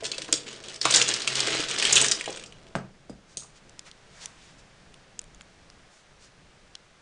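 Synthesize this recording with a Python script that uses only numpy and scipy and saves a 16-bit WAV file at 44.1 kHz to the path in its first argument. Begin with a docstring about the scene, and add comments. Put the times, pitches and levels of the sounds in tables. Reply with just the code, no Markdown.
"""Die-cast toy cars rattle and clack as a hand sweeps them together on a hard desk in a small carpeted room.
Wheels jiggle on wire axles, metal bodies snap and clink on contact, and the desk top drums under them.
The cars coast to rest; dull bumps on the furniture and one stray clack follow.
Small dry thuds, rubs and ticks come through the case of a hand-held camera, over low rumble and hush."""
import sys
import numpy as np
from scipy import signal
from scipy.fft import rfft, irfft, next_fast_len
from scipy.io import wavfile
from scipy.ndimage import uniform_filter1d, minimum_filter1d

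SR = 44100
rng = np.random.default_rng(int(sys.argv[2]) if len(sys.argv) > 2 else 0)


def digitize_waveform(pressure):
    """Quantize a signal to 16-bit integers and store it at the path in sys.argv[1].

    Rows of a 2-D input are taken as channels; values are limited to [-1, 1].
    """
    field = np.atleast_2d(pressure).T
    bounded = np.clip(field, -1, 1)
    quanta = np.round(bounded * 32767).astype(np.int16)
    wavfile.write(sys.argv[1], SR, quanta)


N = 309443
TIME_S = np.arange(N) / SR
SHORT_S, LONG_S = TIME_S[:4096], TIME_S[:SR // 3]  # time axes of one hit

# hand pushes: start/s, rise/s, hold/s, effort/dB
PUSHES = [(0.0, 0.0091, 0.37, -17.5), (0.446, 0.019, 0.021, -13.5), (0.52, 0.022, 0.08, -21),
          (0.631, 0.034, 0.013, -14.5), (0.815, 0.13, 0.026, 5.5), (1.079, 0.0098, 0.0047, 2.5),
          (1.184, 0.26, 0.14, 1.5), (1.645, 0.21, 0.18, 3), (2.257, 0.028, 0.064, -14.5),
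          (2.45, 0.15, 0.083, -31.5)]
# wheels and knuckles on the desk: t/s, level/dB, peak f/Hz, t60/s
KNOCKS = [(0.024, -27.5, 560, 0.066), (0.118, -31.5, 480, 0.025), (0.183, -30.5, 567, 0.057),
          (0.2879, -26.5, 1210, 0.023), (0.293, -31, 475, 0.04), (0.328, -24.5, 406, 0.07),
          (0.853, -11.5, 1010, 0.059), (1.474, -22, 450, 0.047), (1.548, -22, 696, 0.035),
          (1.596, -24, 302, 0.056), (1.964, -30.5, 396, 0.049), (2.018, -17, 630, 0.023),
          (2.277, -19, 730, 0.023), (2.293, -24.5, 560, 0.052), (3.422, -40, 1200, 0.02),
          (3.444, -43.5, 900, 0.03)]
# loudest car collisions: t/s, level/dB, peak f/Hz, chatter t60/s
CLACKS = [(0.0432, -28.5, 4500, 0.025), (0.052, -26.5, 3700, 0.068), (0.064, -31, 5500, 0.066),
          (0.1165, -24, 3900, 0.031), (0.181, -26.5, 4100, 0.03), (0.2189, -30, 3570, 0.05),
          (0.326, -11.5, 7200, 0.011), (0.3275, -11.5, 4370, 0.015), (0.339, -19, 4470, 0.0088),
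          (0.6845, -34.5, 3980, 0.02), (0.743, -34.5, 5360, 0.0083), (0.76, -33.5, 5300, 0.03),
          (0.815, -17, 4880, 0.0077), (0.827, -30.5, 4580, 0.069), (0.8528, -15, 2920, 0.045),
          (0.9088, -17.5, 7140, 0.041), (0.923, -21, 3880, 0.097), (0.9399, -12.5, 4100, 0.025),
          (0.945, -8.5, 4500, 0.032), (0.959, -6, 6600, 0.022), (0.9667, -15.5, 4500, 0.061),
          (1.015, -13.5, 3580, 0.03), (1.023, -17, 6100, 0.024), (1.081, -24, 6000, 0.0096),
          (1.088, -18, 7100, 0.031), (1.1395, -20, 5370, 0.027), (1.219, -27.5, 4030, 0.062),
          (1.2752, -16.5, 3000, 0.03), (1.354, -19, 4050, 0.031), (1.3936, -21.5, 3400, 0.018),
          (1.4035, -16, 4100, 0.023), (1.595, -41, 5160, 0.015), (1.7118, -20, 2800, 0.0046),
          (1.7992, -18.5, 2810, 0.0088), (1.825, -20, 2490, 0.056), (1.851, -16.5, 2920, 0.045),
          (1.925, -14, 6860, 0.05), (1.9289, -8.5, 6750, 0.016), (1.9555, -10, 7050, 0.037),
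          (1.963, -7, 3160, 0.017), (1.9684, -7, 3040, 0.023), (1.979, -11.5, 3300, 0.015),
          (2.004, -21, 7000, 0.01), (2.0135, -12.5, 7200, 0.02), (2.022, -16.5, 7200, 0.0083),
          (2.0448, -18, 6900, 0.012), (2.056, -24.5, 6000, 0.012), (2.064, -21.5, 7900, 0.011),
          (2.0838, -18.5, 5740, 0.02), (2.113, -16, 5960, 0.024), (2.1178, -11.5, 4834, 0.021),
          (2.21, -24.5, 2720, 0.018), (2.2405, -34, 3300, 0.039), (2.2585, -30, 2700, 0.044),
          (2.3035, -35.5, 7360, .02), (2.327, -35.5, 4900, 0.022), (2.36, -38, 7420, .022),
          (2.372, -34, 2730, 0.036), (2.396, -36, 3200, 0.022), (2.4257, -44, 2340, .016),
          (2.4376, -35.5, 3320, 0.019), (2.46, -44, 5650, 0.073), (2.5238, -42.5, 3390, 0.016)]
# jolted metal parts: t/s, level/dB, f/Hz, t60/s
PINGS = [(0.136, -29.5, 2630, 0.041), (0.814, -17, 5300, 0.017), (2.241, -35, 1900, 0.083),
         (3.097, -51, 4870, 0.11)]
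# furniture bumps: t/s, level/dB, low-pass f/Hz
BUMPS = [(2.7533, -13, 2110), (3.096, -25.5, 596), (3.372, -35, 686)]
# grip shifts: t/s, level/dB, f/Hz
THUDS = [(3.1, -45, 55), (5.23, -44, 25.9), (5.331, -45, 45)]
# hand and clothes rubs: centre t/s, length/s, level/dB, peak f/Hz
RUBS = [(3.316, 0.13, -58.5, 5950), (3.57, 0.074, -57, 5050), (3.875, 0.077, -49.5, 1700),
        (4.232, 0.085, -44, 5000), (4.228, 0.37, -52.5, 1400), (4.449, 0.33, -55.5, 2500),
        (4.596, 0.06, -57, 5500), (5.96, 0.2, -60.5, 7070), (6.241, 0.13, -55.5, 5560)]
# stray car strike: t/s, level/dB, rattle t60/s
STRAYS = [(3.371, -25.5, 0.26)]
# ticks on the case: t/s, level/dB, peak f/Hz, peak width/oct, relative ring level/dB
TICKS = [(3.695, -37, 7000, .8, -20), (3.793, -22.5, 5500, .7, -14), (3.914, -32, 4400, .7, -14),
         (4.2579, -19, 6000, .3, -9), (4.942, -35, 3500, .6, -18), (5.192, -16, 7500, .4, -26),
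         (5.216, -35, 8700, .2, -28), (5.241, -40, 8500, .3, -28), (5.347, -37, 6700, .15, -14),
         (5.41, -30, 1500, 1.1, -20), (5.418, -38, 6900, .2, -24), (5.701, -35, 5200, .3, -24),
         (6.753, -24, 3700, .7, -14)]

# body modes: f/Hz, level/dB, t60/s
CAR_MODES = [(1730, -1.5, 0.07), (2660, -0.5, 0.15), (2920, 0, .15), (3175, 0, 0.1), (3300, -4, 0.04),
             (3390, -9, 0.061), (3630, -1, 0.19), (3705, 6.5, 0.086), (4420, 4.5, 0.16), (4500, 5.5, 0.11),
             (4250, -1.5, .09), (5840, -11, 0.13), (5650, -6, .08), (6200, -5, 0.0893), (6500, 0, .08),
             (7300, 4.5, 0.11), (6700, -2.5, 0.097), (7150, 9.5, .09), (7400, 5, 0.1), (9000, 2, 0.06)]
DESK_MODES = [(131.84, -3, 0.82), (192, -18, 0.27), (242, -5, 0.15), (300, 0.5, 0.069), (335, 6, 0.09),
              (416.4, 0, 0.25), (460.4, 0.5, 0.2), (524.5, -4, 0.18), (656.5, 4, 0.13), (1000, -3.5, 0.094)]
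FURNITURE_MODES = [(133.2, -18, 0.3), (189, -9.5, 0.069), (253, -8, 0.062), (330, -13.5, 0.042),
                   (520, -21, 0.11), (606, -4, 0.017), (783, -41, 0.045), (920, -44, 0.039),
                   (1626, -7.5, 0.0099)]
CASE_MODES = [(1900, -24, 0.021), (3300, -3.5, 0.022), (4500, -4.5, 0.015), (7200, -3, 0.011),
              (8970, 5.5, 0.0048)]

# noise spectra: f/Hz, level/dB
RATTLE_SPECTRUM = [(100, -28), (400, -14), (800, -8.5), (1300, -4), (2200, -1), (3000, 1), (4200, -1.5),
                   (6300, -5.5), (8000, -11.5), (10000, -24)]
DESK_SPECTRUM = [(30, -20), (80, -22), (130, -9), (190, -3), (260, -2.5), (450, 1.5), (800, -9), (1500, -9),
                 (4000, -25.5)]
CONTACT_SPECTRUM = [(60, -31.5), (200, -23.5), (450, -2.5), (800, -22), (1400, -4.5), (2200, -4.5),
                    (3000, -3), (4500, -4), (7000, -1), (8800, -1), (10000, -17)]
HUSH_SPECTRUM = [(15, -25), (27, -8), (45, -13.5), (75, -6), (150, -22.5), (230, -19.5), (350, -9.5),
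                 (600, -8), (950, -11), (1600, -9), (3000, -13.5), (6000, -17.5), (10000, -26.5)]
RUMBLE_SPECTRUM = [(15, 2), (28, 4.5), (50, -3), (95, -4), (160, 0.5), (260, -9), (800, -14.5), (4000, -55)]
SHUDDER_SPECTRUM = [(40, 5), (200, -9), (450, -0.5), (700, -8), (1050, -19), (1500, -18), (2200, -24),
                    (4000, -17)]
RUB_SPECTRUM = [(100, -15), (400, -3.5), (900, -1), (1800, -0.5), (3500, -0.5), (7000, 0), (10000, -10.5)]
STRAY_SPECTRUM = [(100, -18), (400, 1), (1000, -29), (2000, -14), (3000, -5), (3900, 1), (5500, 1),
                  (6700, 9), (7300, 1), (8900, 8.5), (10000, -14)]
CASE_SPECTRUM = [(100, -25), (600, -13), (1500, -4), (2300, 3), (3200, 6), (5000, -3), (7000, 2),
                 (10000, -9)]

# background, louder while the camera is carried: t/s, level/dB
HUSH_LEVELS = [(2.6, -60), (3.2, -60.5), (4.2, -57), (4.8, -58.5), (5.4, -57.5), (7, -60)]
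# handling rumble, strongest while the free hand works: t/s, level/dB
RUMBLE_LEVELS = [(0, -61.5), (2.6, -57), (3.9, -59), (5.3, -57), (6.2, -59), (7, -61)]
# room decay: f/Hz, t60/s
ROOM_DECAY = [(100, .5), (260, .4), (700, .28), (2000, .3), (5000, .26), (10000, .19)]
# early echoes: delay/s, level/dB
ECHOES = [(.0058, -19), (0.0145, -24.5), (.031, -19.5)]


def amp(db):
    """Decibels to gain."""
    return 10 ** (np.asarray(db) / 20)


def unit_rms(x):
    """Scale to rms 1."""
    return x / np.sqrt(np.mean(x ** 2) + 1e-20)


def at_hz(points, hz):
    """Interpolate a table over log frequency."""
    knots_hz, values = np.transpose(points)
    return np.interp(np.log(hz + 1), np.log(knots_hz + 1), values)


def envelope(levels):
    """Gain along a dB curve."""
    return amp(np.interp(TIME_S, *np.transpose(levels)))


def wander(rate_hz, depth_db):
    """Randomly drifting gain."""
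    knots = int(TIME_S[-1] * rate_hz) + 2
    return amp(depth_db * np.interp(TIME_S * rate_hz, np.arange(knots), rng.standard_normal(knots)))


def add(mix, start_s, sound):
    """Mix a sound in place."""
    part = mix[max(round(start_s * SR), 0):][:len(sound)]
    part += sound[:len(part)]


def noise(spectrum, size=len(SHORT_S), peak_hz=1000, peak_db=0, width_oct=1):
    """Shaped noise with an optional peak, rms 1."""
    length = next_fast_len(size, True)
    hz = np.fft.rfftfreq(length, 1 / SR)
    lift_db = peak_db * np.exp(-(np.log2((hz + 1) / peak_hz) / width_oct) ** 2)
    shaped = rfft(rng.standard_normal(length)) * amp(at_hz(spectrum, hz) + lift_db)
    return unit_rms(irfft(shaped, length)[:size])


def burst(carrier, t60_s, rise_s):
    """Dense, heavily damped modes as fast-decaying noise."""
    shape = amp(-60 * SHORT_S / max(t60_s, 0.003)) * (1 - np.exp(-SHORT_S / rise_s))
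    return unit_rms(carrier * shape) * np.sqrt(np.mean(shape ** 2))


def rings(modes, t, count=1, spread_db=0, damping=1):
    """Damped modes, one row per blow; their shares vary with the body and the spot hit."""
    hz, db, t60_s = np.transpose(modes)
    gains = amp(db + spread_db * rng.standard_normal((count, len(hz)))) * (-1) ** np.arange(len(hz))
    gains *= np.linalg.norm(amp(db)) / np.linalg.norm(gains, axis=1, keepdims=True)
    decays = amp(-60 * np.outer(damping / t60_s, t))
    return gains @ (decays * np.sin(2 * np.pi * np.outer(hz, t)))


def resized(ring, log_shift):
    """Same ring from a smaller (shift > 0) or larger body."""
    return np.interp(SHORT_S * np.exp(log_shift), SHORT_S, ring)


def effort(coast_db_per_s=104, rest_s=2.85):
    """Drive on the cars: each push builds, holds, then coasts away."""
    t, power = TIME_S[:round(rest_s * SR)], 1e-9
    for start_s, rise_s, hold_s, db in PUSHES:
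        ramp = np.clip((t - start_s) / rise_s, 0, 1)
        coast_s = np.maximum(t - start_s - rise_s - hold_s, 0)
        power = power + (ramp * amp(db - coast_db_per_s * coast_s)) ** 2
    return np.sqrt(power)


def rattle(drive, clicks_per_s=850, click_t60_s=0.013, ring_db=-8, turn_s=0.02, cars=8):
    """Wheels jiggle on wire axles and bodies jostle: tiny clicks, sparser as the cars slow."""
    size = len(drive)
    density = np.clip(drive ** 0.65, 0.1, 1)
    fires = rng.random(size) < density * clicks_per_s / SR
    strength_db = 3.4 * np.minimum(rng.exponential(1, size), 3)
    clicks = fires * amp(strength_db) / np.sqrt(density)
    energy = signal.lfilter([1], [1, -amp(-60 / (click_t60_s * SR)) ** 2], clicks ** 2)
    chatter = unit_rms(np.sqrt(energy) * noise(RATTLE_SPECTRUM, size))
    # cars of different sizes ring in turn
    active_car = rng.integers(0, cars, size)[(TIME_S[:size] / turn_s).astype(int)]
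    ringing = np.zeros(size)
    for car, ring in enumerate(rings(CAR_MODES, SHORT_S, cars)):
        body = resized(ring, 0.13 * rng.uniform(-1, 1))
        ringing += signal.oaconvolve(chatter * (active_car == car), body)[:size]
    return unit_rms(chatter + amp(ring_db) * unit_rms(ringing))


def rolling(rattle_db=-31, drum_db=-43, ring_db=-45):
    """Rolling cars rattle and drum the desk top; the drumming grows more slowly with drive."""
    drive = effort()
    size = len(drive)
    desk = unit_rms(signal.oaconvolve(rng.standard_normal(size), rings(DESK_MODES, LONG_S)[0])[:size])
    rattling = amp(rattle_db) * rattle(drive)
    drumming = amp(drum_db) * noise(DESK_SPECTRUM, size) + amp(ring_db) * desk
    return np.pad(drive * rattling + drive ** 0.56 * drumming, (0, N - size))


def knocks(gain_db=-4, ring_db=-23):
    """Blows on the desk: a short knock plus the ring of the board."""
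    out = np.zeros(N)
    boards = rings(DESK_MODES, LONG_S, len(KNOCKS), spread_db=-7.5)
    for (start_s, db, hz, t60_s), board in zip(KNOCKS, boards):
        knock = burst(noise(DESK_SPECTRUM, peak_hz=hz, peak_db=24), t60_s, rise_s=0.00074)
        add(out, start_s, amp(db + gain_db) * knock)
        add(out, start_s, amp(db + gain_db + ring_db) * board)
    return out


def touches(count=56, end_s=2.2, base_db=-30.5, spread_db=7, centre_hz=3000, t60_s=0.079):
    """Light random collisions, louder with drive; rows as in CLACKS."""
    times_s = (np.arange(count) + rng.random(count)) * end_s / count
    strength, colour = rng.uniform(-1, 1, (count, 2)).T
    drive_db = 20 * np.log10(effort()[(times_s * SR).astype(int)])
    levels_db = base_db + 0.73 * drive_db + spread_db * strength
    return list(zip(times_s, levels_db, centre_hz * 2 ** (0.7 * colour), [t60_s] * count))


def snaps(hz, gap_s=0.0019, step_db=-3):
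    """Two cars meet at three corners within milliseconds, each snap weaker and of its own colour."""
    out, start_s = np.zeros(len(SHORT_S)), 0
    for corner in range(3):
        corner_hz = hz * 2 ** (0.25 * rng.uniform(-1.4, 1))
        contact = noise(CONTACT_SPECTRUM, peak_hz=corner_hz, peak_db=19, width_oct=0.24)
        add(out, start_s, amp(corner * step_db) * burst(contact, t60_s=0.013, rise_s=0.00008))
        start_s += gap_s * (0.5 + rng.random())
    return out


def clacks(clink_db=-23):
    """Car on car: hard snaps, loose plastic chatter and a clink of two bodies damping each other."""
    out = np.zeros(N)
    hits = CLACKS + touches()
    clinks = amp(clink_db) * rings(CAR_MODES, SHORT_S, 2 * len(hits), spread_db=4, damping=5)
    for (start_s, db, hz, t60_s), pair in zip(hits, clinks.reshape(len(hits), 2, -1)):
        contact = noise(CONTACT_SPECTRUM, peak_hz=hz, peak_db=9, width_oct=0.64)
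        chatter = burst(contact, t60_s, rise_s=0.00027)
        bodies = sum(resized(clink, 0.14 * rng.uniform(-1, 1)) for clink in pair)
        bodies *= np.sqrt(t60_s / 0.028)  # longer chatter feeds them more
        add(out, start_s, amp(db) * (snaps(hz) + chatter + bodies))
    return out


def pings():
    """Loose metal parts ring on after a jolt, one thin note each."""
    out = np.zeros(N)
    for start_s, db, hz, t60_s in PINGS:
        add(out, start_s, rings([(hz, db, t60_s)], LONG_S)[0])
    return out


def hush():
    """Quiet background with a slowly drifting level."""
    return envelope(HUSH_LEVELS) * wander(rate_hz=5, depth_db=0.8) * noise(HUSH_SPECTRUM, N)


def rumble():
    """Lumpy handling noise through the camera case."""
    return envelope(RUMBLE_LEVELS) * wander(rate_hz=9, depth_db=2.5) * noise(RUMBLE_SPECTRUM, N)


def bumps(push_s=0.00015, push_db=9, ring_db=-2, shudder_db=-9, jingle_db=-25, highpass_hz=65):
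    """A short push booms the furniture and loose things on it jingle; softer contact is duller."""
    out = np.zeros(N)
    push = amp(push_db) * (1 - LONG_S / push_s) * np.exp(-LONG_S / push_s)
    for start_s, db, lowpass_hz in BUMPS:
        blow = push + amp(ring_db) * rings(FURNITURE_MODES, LONG_S)[0]
        add(blow, 0, amp(shudder_db) * burst(noise(SHUDDER_SPECTRUM), t60_s=0.075, rise_s=0.0005))
        add(out, start_s, amp(db) * signal.lfilter(*signal.butter(2, lowpass_hz, fs=SR), blow))
        jingle = burst(noise(CONTACT_SPECTRUM), t60_s=0.061, rise_s=0.00042)
        add(out, start_s, amp(db + jingle_db) * jingle)
    return signal.sosfilt(signal.butter(2, highpass_hz, "high", fs=SR, output="sos"), out + 1e-12)


def thuds(t60_s=0.29, rise_s=0.01):
    """The grip on the camera shifts: one low mode with a soft onset."""
    out = np.zeros(N)
    for start_s, db, hz in THUDS:
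        add(out, start_s, rings([(hz, db, t60_s)], LONG_S)[0] * (1 - np.exp(-LONG_S / rise_s)))
    return out


def rubs():
    """Hand and clothes brush the case: soft swells of friction noise."""
    out = np.zeros(N)
    for centre_s, length_s, db, hz in RUBS:
        size = int(length_s * SR)
        friction = noise(RUB_SPECTRUM, SR, peak_hz=hz, peak_db=5, width_oct=0.99)[:size]
        add(out, centre_s - length_s / 2, amp(db) * np.hanning(size) * friction)
    return out


def stray_clack(rattle_db=-14, ring_db=-17, ring_hz=6680, ring_t60_s=0.19):
    """A stray car strikes: bright crack, uneven rattle of loose axles, thin ring of the body."""
    out = np.zeros(N)
    for start_s, db, t60_s in STRAYS:
        shaking = wander(rate_hz=300, depth_db=3.5)[:len(LONG_S)] * amp(-60 * LONG_S / t60_s)
        add(out, start_s, amp(db) * burst(noise(STRAY_SPECTRUM), t60_s=0.031, rise_s=0.0001))
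        add(out, start_s, amp(db + rattle_db) * shaking * noise(STRAY_SPECTRUM, len(LONG_S)))
        add(out, start_s, rings([(ring_hz, db + ring_db, ring_t60_s)], LONG_S)[0])
    return out


def ticks(click_db=-3.5):
    """Dry ticks on the hollow plastic case, which rings differently at each spot."""
    out = np.zeros(N)
    case_rings = rings(CASE_MODES, SHORT_S, len(TICKS), spread_db=3)
    for (start_s, db, hz, width_oct, ring_db), ring in zip(TICKS, case_rings):
        add(out, start_s, amp(db + ring_db) * resized(ring, 0.081 * rng.uniform(-1.07, 1)))
        contact = noise(CASE_SPECTRUM, peak_hz=hz, peak_db=14.5, width_oct=width_oct)
        add(out, start_s, amp(db + click_db) * burst(contact, t60_s=0.0077, rise_s=0.00009))
    return out


def room(x, tail_db=-8, onset_s=0.0042, crossfade_hz=1.5, send_end_s=3.6):
    """Desk hutch and wall echoes, then a tail; two responses crossfade as hand and camera move."""
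    out, size = x.copy(), round(send_end_s * SR)
    for phase_rad in (0, np.pi / 2):
        hz, t, bins = signal.stft(rng.standard_normal(len(LONG_S)), SR, nperseg=256)
        decay = amp(-60 * t / at_hz(ROOM_DECAY, hz)[:, None])
        response = signal.istft(bins * decay, SR, nperseg=256)[1]
        response *= 1 - np.exp(-(TIME_S[:len(response)] / onset_s) ** 2)
        response *= amp(tail_db) / np.linalg.norm(response)
        for delay_s, db in ECHOES:
            scatter = rng.standard_normal(64) * np.hanning(64)  # clutter smears each echo
            add(response, delay_s, amp(db) * scatter / np.linalg.norm(scatter))
        share = np.cos(2 * np.pi * crossfade_hz * TIME_S[:size] + phase_rad)
        add(out, 0, signal.oaconvolve(x[:size] * share, response))
    return out


def scene(direct_share=0.2):
    """Mono mix; camera noises, hush and a share of the hard cracks bypass the room."""
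    background = hush()
    cracks = clacks() + stray_clack()
    in_room = room((1 - direct_share) * cracks + rolling() + knocks() + bumps() + pings())
    camera = rumble() + ticks() + rubs() + thuds()
    return (in_room + direct_share * cracks + camera + background)[None]


def record(dry):
    """Fast limiter on the loudest cracks, then a low-pass."""
    ceiling, window_s, lowpass_hz = 0.6, 0.002, 10180
    span = round(window_s * SR)
    gain = minimum_filter1d(ceiling / np.maximum(abs(dry), ceiling), span)
    limited = dry * uniform_filter1d(gain, span)
    lowpass = signal.firwin(181, lowpass_hz, window=("kaiser", 7), fs=SR)
    return signal.oaconvolve(limited, lowpass[None], "same")


dry = scene()
out = record(dry)
digitize_waveform(out)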